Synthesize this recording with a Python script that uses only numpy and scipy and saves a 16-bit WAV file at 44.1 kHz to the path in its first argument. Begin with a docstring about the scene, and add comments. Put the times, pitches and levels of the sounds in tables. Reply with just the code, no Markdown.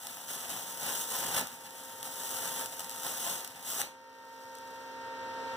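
"""A welding arc sizzles and spits on a steel bar on a workshop floor; drops of metal burst with sharp pops.
The arc breaks with a crack, the last sparks fizz out and the stick electrode's holder clicks.
The welder's seven-blade cooling fan hums steadily; its level dips after some loud bursts and climbs back
as the recorder's gain recovers. Heard from above through two close microphones with a stereo widener."""
import sys
import numpy as np
from scipy import signal
from scipy.fft import rfft, irfft, next_fast_len
from scipy.io import wavfile
from scipy.ndimage import uniform_filter1d

SR = 44100
rng = np.random.default_rng(int(sys.argv[2]) if len(sys.argv) > 2 else 0)


def int16_out(signal):
    """Quantize to a 16-bit WAV file."""
    q = np.round(np.clip(np.atleast_2d(signal).T, -1, 1) * 32767)
    wavfile.write(sys.argv[1], SR, q.astype(np.int16))


N = 245195
TIME_S = np.arange(N) / SR
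ARC_BREAK_S = 3.8159
SPOT_COUNT = 8  # burst positions around the electrode
MIC_GAP_M = .14


def from_db(db):
    """Decibels to gain."""
    return 10 ** (np.asarray(db) / 20)

def unit_rms(x):
    """Scale to rms 1."""
    return x / np.sqrt(np.mean(x ** 2) + 1e-20)

def in_time(curve):
    """A (time_s, value) table at every sample."""
    return np.interp(TIME_S, *np.transpose(curve))

def at_hz(curve, hz):
    """Read a table on a log-frequency axis."""
    freq_hz, values = np.transpose(curve)
    return np.interp(np.log(np.maximum(hz, 1)), np.log(freq_hz), values)

def drift(rate_hz):
    """Smooth random wander, rms 1."""
    pole = np.exp(-20 * np.pi * rate_hz / SR)  # runs at SR / 10
    noise = rng.standard_normal(N // 10 + 8002)
    slow = signal.lfilter([1], [1, -2 * pole, pole * pole], noise)[8000:]
    return np.interp(np.arange(N) / 10, np.arange(len(slow)), unit_rms(slow))

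def colour(x, spectrum):
    """Apply a smooth spectrum; rms 1."""
    size = next_fast_len(N)
    gain = from_db(at_hz(spectrum, np.fft.rfftfreq(size, 1 / SR)))
    return unit_rms(irfft(rfft(x, size) * gain, size)[..., :N])

def band(x, low_hz, high_hz, order=1):
    """Causal band-pass."""
    sos = signal.butter(order, [low_hz, min(high_hz, .45 * SR)], "band", fs=SR, output="sos")
    return signal.sosfilt(sos, x + 1e-18)

def delay(x, samples):
    """Whole-sample delay."""
    lag = max(int(round(samples)), 1)
    return np.concatenate([np.zeros_like(x[..., :lag]), x[..., :-lag]], axis=-1)

def fade(clicks, decay_s):
    """Each click starts an exponential decay."""
    return signal.lfilter([1], [1, -np.exp(-1 / (decay_s * SR))], clicks + 1e-18)

def through(x, response):
    """Convolve with a stereo response scaled to energy 1."""
    response = unit_rms(response) / np.sqrt(response.shape[1])
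    return signal.oaconvolve(x[None], response, axes=1)[:, :N]

def diffuse(size):
    """Noise from all directions at two microphones: alike in the bass, unrelated in the treble."""
    coherence = np.sinc(2 * np.fft.rfftfreq(size, 1 / SR) * MIC_GAP_M / 343)
    mid, side = rfft(rng.standard_normal((2, size)))
    return irfft(np.sqrt(1 + coherence) * mid + np.sqrt(1 - coherence) * side * [[1], [-1]], size)

def grains(per_s, spread_db):
    """Random clicks, many small and a few large."""
    sizes = from_db(spread_db * np.minimum(rng.exponential(1, N), 5))
    signs = rng.choice([-1, 1], N)
    return sizes * signs * (rng.random(N) < per_s / SR)

def strikes(start_s, level_db):
    """One click per event."""
    clicks = np.zeros(N)
    clicks[np.round(start_s * SR).astype(int)] = from_db(level_db)
    return clicks

def scattered(clicks):
    """Deal each click to a random spot: spots x N."""
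    return clicks * (rng.integers(0, SPOT_COUNT, N) == np.arange(SPOT_COUNT)[:, None])

def frying(clicks, spectrum):
    """Coloured clicks from all spots; together rms 1."""
    return colour(scattered(clicks), spectrum) / np.sqrt(SPOT_COUNT)


# start_s, gain_db
GAIN_DIPS = [(0, -16), (1.41, -13.5), (2.66, -9.5), (3.1, -9), (3.44, -13.5), (3.82, -11.9)]

def recorder_gain_db(recovery_db_per_s=9.4, dip_s=.06):
    """The recorder's gain on the hum: dips at the listed times, then recovers steadily."""
    gain_db = np.zeros(N)
    for start_s, low_db in GAIN_DIPS:
        gain_db = np.where(TIME_S >= start_s, low_db + recovery_db_per_s * (TIME_S - start_s), gain_db)
    return uniform_filter1d(gain_db, size=int(dip_s * SR))

# air rush spectrum: freq_hz, level_db
FAN_AIR = [(30, -107), (60, -82.5), (105, -73.5), (150, -85), (230, -80), (320, -84.5), (430, -79.5),
           (650, -86), (1000, -87), (1600, -86), (2600, -92.5), (5000, -94.5), (10000, -108), (15500, -108)]
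# slight slowing under load: time_s, turns_per_s
FAN_SPEED = [(0.6, 65.94), (1.1, 65.9), (1.7, 65.69), (2.6, 65.61), (4.3, 65.63), (5.2, 65.66)]
# blade (multiples of 7) and motor (of 4) tones: cycles_per_turn, level_db, pan_left_db, left_lead_rad
FAN_TONES = [(4, -56.5, -2, -0.2), (7, -59, 1, -0.9), (8, -52, 2, 0.2), (14, -49, 2, -0.4),
             (20, -65.5, 1, 0.6), (21, -60.3, 8, 2.0), (24, -60.2, 2, 1.2), (28, -58.2, 5, -0.6),
             (35, -65, -1, 1.5), (42, -68.5, 9, 0.9), (48, -78, 3, 0.1), (49, -75, -2, 1.5),
             (56, -75, 1, 0.6)]

def fan(tones_db, air_db, waver_db, wobble):
    """Blade and motor tones over the rush of air through the welder's case."""
    turns = np.cumsum(in_time(FAN_SPEED) * (1 + wobble * drift(4.3))) / SR
    sides = np.array([[.5], [-.5]])
    tones = 0
    for cycles_per_turn, level_db, pan_left_db, left_lead_rad in FAN_TONES:
        gain = from_db(level_db + tones_db + pan_left_db * sides + waver_db * drift(17))
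        phase = 2 * np.pi * (cycles_per_turn * turns + rng.random())
        tones = tones + gain * np.sqrt(2) * np.sin(phase + left_lead_rad * sides)
    air = from_db(air_db) * colour(diffuse(next_fast_len(N)), FAN_AIR)
    return (tones + air) * from_db(recorder_gain_db())


# reverberation decay: freq_hz, t60_s
ROOM_T60 = [(100, 0.39), (1000, 0.35), (5000, 0.32), (15000, 0.23)]
# reverberation spectrum: freq_hz, level_db
ROOM_COLOUR = [(100, 6), (1500, 4.5), (6000, 0)]

def room_tail(predelay_s=.004):
    """Workshop reverberation, stronger and longer in the bass."""
    t = np.arange(SR // 2) / SR
    edges_hz = np.geomspace(25, 19000, 9)
    tail = 0
    for low_hz, high_hz in zip(edges_hz, edges_hz[1:]):
        centre_hz = np.sqrt(low_hz * high_hz)
        level_db = at_hz(ROOM_COLOUR, centre_hz) - 60 * t / at_hz(ROOM_T60, centre_hz)
        tail = tail + band(diffuse(len(t)), low_hz, high_hz, order=2) * from_db(level_db)
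    return delay(tail, predelay_s * SR)

def near_scatter(t60_s=.014):
    """Quick reflections off the glove and the bar."""
    t = np.arange(SR // 50) / SR
    return band(diffuse(len(t)), low_hz=1200, high_hz=18000) * from_db(-60 * t / t60_s)

# workshop resonances: pitch_hz, level_db
ROOM_MODES = [(181, -1.5), (620, -29), (663, -11), (749, 5), (809, 7.5), (872, -4), (975, -7), (1027, 7),
              (1295, 5.5), (1517, -0.5), (1727, 6)]

def workshop(spots, scatter_db, tail_db, bounce_db, shade_db, mode_width_hz=15):
    """Direct sound, a bounce off the worker's leg, scatter, reverberation and room resonances."""
    mono = spots.sum(axis=0)
    # the left microphone faces the weld; the right is shaded in the treble
    treble = band(mono, low_hz=1290, high_hz=18500)
    direct = np.array([mono, mono - (1 - from_db(-shade_db)) * treble])
    bounce_s = (.00136, .00145)
    bounce = np.array([delay(side, lag_s * SR) for side, lag_s in zip(direct, bounce_s)])
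    scatter = sum(through(spot, near_scatter()) for spot in spots)
    scatter_gain = from_db([[scatter_db], [scatter_db - 1.5]])
    tail = sum(through(pair, room_tail()) for pair in spots[::2] + spots[1::2])
    ringing = sum(from_db(level_db) * band(mono, hz - mode_width_hz / 2, hz + mode_width_hz / 2)
                  for hz, level_db in ROOM_MODES)
    return direct + from_db(bounce_db) * bounce + scatter_gain * scatter + from_db(tail_db) * tail + ringing


# start_s, level_db
HOLDER_CLICKS = [(4.5524, -37.5), (4.556, -49), (4.585, -43), (4.585, -40.5)]

def holder(gain_db):
    """The electrode holder clicks as it is drawn back."""
    start_s, level_db = np.transpose(HOLDER_CLICKS)
    return band(scattered(strikes(start_s, level_db + gain_db)), low_hz=2780, high_hz=12800)


# freq_hz, level_db
FIZZ_SPECTRUM = [(500, -26), (2000, -13), (4000, 4), (5800, 6), (7500, 1), (11000, -2), (15500, 2)]

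def sparks(level_db, full_s=4.45, hold_s=.37, rise_db_per_s=24, fall_db_per_s=45):
    """Glowing spatter fizzes on the floor: builds, holds, dies away."""
    t = TIME_S - full_s
    shower_db = rise_db_per_s * np.minimum(t, 0) - fall_db_per_s * np.maximum(t - hold_s, 0)
    return frying(grains(per_s=2700, spread_db=3), FIZZ_SPECTRUM) * from_db(level_db + shower_db)


# largest drops: start_s, crack_db, thump_db
POPS = [(0.0697, -24, -42), (0.3348, -29, -43), (0.4949, -27, -43), (0.5026, -27, -44),
        (0.7735, -27.5, -42), (1.2279, -27, -36), (1.3794, -20, -24), (1.4119, -22, -31),
        (1.4709, -27.5, -43), (1.7074, -34, -48), (1.8359, -37, -50), (2.0288, -24.5, -40),
        (2.2344, -27.5, -44), (2.4557, -26, -41), (2.5184, -28, -39), (2.5415, -30, -44),
        (2.6595, -22.5, -44), (2.7941, -24, -40), (2.7958, -29, -43), (2.8044, -25.5, -35),
        (2.8447, -28, -43), (2.8952, -24.5, -49), (2.9044, -30, -48), (2.9126, -28, -47),
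        (3.0329, -26, -45), (3.0655, -26, -32), (3.2652, -27, -36), (3.2956, -27, -40), (3.4057, -31, -48),
        (3.4449, -31, -47), (3.4471, -25.5, -48), (3.4759, -27.5, -50), (3.6263, -35, -52),
        (3.8164, -22, -33)]

def pops(crack_gain_db, thump_gain_db, spit_gain_db):
    """Large drops short the gap and burst, a bright crack over a thump; small ones spit at random."""
    start_s, crack_db, thump_db = np.transpose(POPS)
    burning = TIME_S < ARC_BREAK_S
    spits = burning * grains(per_s=40, spread_db=1) * from_db(in_time(ARC_STRENGTH) + spit_gain_db)
    bursts = strikes(start_s, crack_db + crack_gain_db) + spits
    crack = band(scattered(bursts), low_hz=2800, high_hz=17400)
    thump = band(scattered(strikes(start_s, thump_db + thump_gain_db)), low_hz=510, high_hz=1700)
    return crack + thump

def arc_break(level_db):
    """The stretched arc snaps with one broad crack."""
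    return band(scattered(strikes(np.array([ARC_BREAK_S]), level_db)), low_hz=800, high_hz=12900)


# start_s, length_s, level_db
GAS_GUSTS = [(0.27, 0.33, -57), (0.808, 0.11, -43.5), (1.11, 0.24, -43), (1.358, 0.032, -39),
             (2.414, 0.06, -51), (2.557, 0.06, -45.5), (2.79, 0.03, -48), (3.045, 0.033, -40),
             (3.24, 0.09, -45.5), (3.785, 0.03, -48)]

def gusts(attack_s=.0013, release_s=.0057):
    """Envelope of gas gusts from the electrode's coating."""
    envelope = 0
    for start_s, length_s, level_db in GAS_GUSTS:
        rise = np.clip((TIME_S - start_s) / attack_s, 0, 1)
        fall = np.exp(-np.maximum(TIME_S - start_s - length_s, 0) / release_s)
        envelope = envelope + from_db(level_db) * rise * fall
    return envelope


SPUTTER_DB, SPUTTER_FOLLOWS, USUAL_ARC_DB = -51.5, .19, -42
# time_s, level_db
ARC_STRENGTH = [(0.0, -48.5), (0.14, -47), (0.25, -51), (0.3, -40), (0.47, -45.5), (0.5, -38.5),
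                (0.52, -42), (0.78, -44.5), (0.83, -40), (0.98, -36.3), (1.08, -39.5), (1.15, -36),
                (1.33, -39.5), (1.36, -36.5), (1.379, -32.5), (1.39, -35.5), (1.411, -38), (1.415, -51),
                (1.69, -54.5), (1.76, -50), (2.025, -50.5), (2.032, -44.5), (2.13, -43.5), (2.31, -39.5),
                (2.6, -38.8), (2.656, -41), (2.663, -47.5), (2.82, -44.5), (2.88, -49), (3.02, -42),
                (3.06, -38), (3.16, -40), (3.31, -36.5), (3.4, -44), (3.5, -60), (3.6, -55), (3.68, -39),
                (3.78, -36.5), (3.812, -34)]
# freq_hz, level_db
SIZZLE_SPECTRUM = [(300, 1), (900, -3.5), (1400, 1), (2300, -4.5), (3200, 1), (4500, -2), (6500, 5),
                   (8300, 3.5), (11000, 4.5), (13000, 2), (15300, 6.5)]
# freq_hz, level_db
SPUTTER_SPECTRUM = [(30, -50), (60, -1), (110, 3.5), (140, -2), (175, 7), (215, -4.5), (260, 3.5),
                    (330, -4), (550, -7), (800, -4), (1100, -6.5), (1500, -6), (2500, -6.5), (6000, -10)]

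def arc(sizzle_gain_db, sputter_gain_db, flutter_db, boil_db, quench_db):
    """Micro-explosions in the arc make the sizzle; the heaving gas column sputters below it."""
    arc_db = in_time(ARC_STRENGTH)
    gas = from_db(SPUTTER_DB + SPUTTER_FOLLOWS * (arc_db - USUAL_ARC_DB)) + gusts()
    burning = TIME_S < ARC_BREAK_S
    # each large drop bridges the gap and chokes the arc just before it bursts
    drops = strikes(np.array(POPS)[:, 0], level_db=0)
    quench = from_db(quench_db * fade(drops[::-1], decay_s=.005)[::-1])
    flutter = from_db(flutter_db * drift(74))
    ticks = grains(per_s=11000, spread_db=3)
    puffs = grains(per_s=3000, spread_db=2.2)
    sizzle = frying(ticks, SIZZLE_SPECTRUM) * from_db(arc_db + sizzle_gain_db)
    sputter = frying(puffs, SPUTTER_SPECTRUM) * gas * from_db(sputter_gain_db + boil_db * drift(15))
    return burning * quench * flutter * (sizzle + sputter)


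def scene():
    """Weld, sparks and holder in the workshop, over the fan."""
    spots = arc(sizzle_gain_db=-1.56, sputter_gain_db=-3, flutter_db=1.46, boil_db=2.5, quench_db=-4)
    spots += arc_break(level_db=-9)
    spots += pops(crack_gain_db=8.8, thump_gain_db=20, spit_gain_db=13)
    spots += sparks(level_db=-63)
    spots += holder(gain_db=11.5)
    room = workshop(spots, scatter_db=.3, tail_db=-3, bounce_db=-9, shade_db=5)
    return room + fan(tones_db=-.9, air_db=-50.6, waver_db=1, wobble=.00054)

def record(dry):
    """Widener: subtract from each channel a late, dull copy of the other; then low-pass."""
    crossfeed, spill, lag_samples, cutoff_hz = .94, .195, 19, 15500
    dull = dry + spill * (np.roll(dry, 1, axis=1) + np.roll(dry, -1, axis=1) - 2 * dry)
    wide = dry - crossfeed * delay(dull[::-1], lag_samples)
    return signal.sosfilt(signal.ellip(12, .2, 80, cutoff_hz, fs=SR, output="sos"), wide)


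dry = scene()
out = record(dry)
int16_out(out)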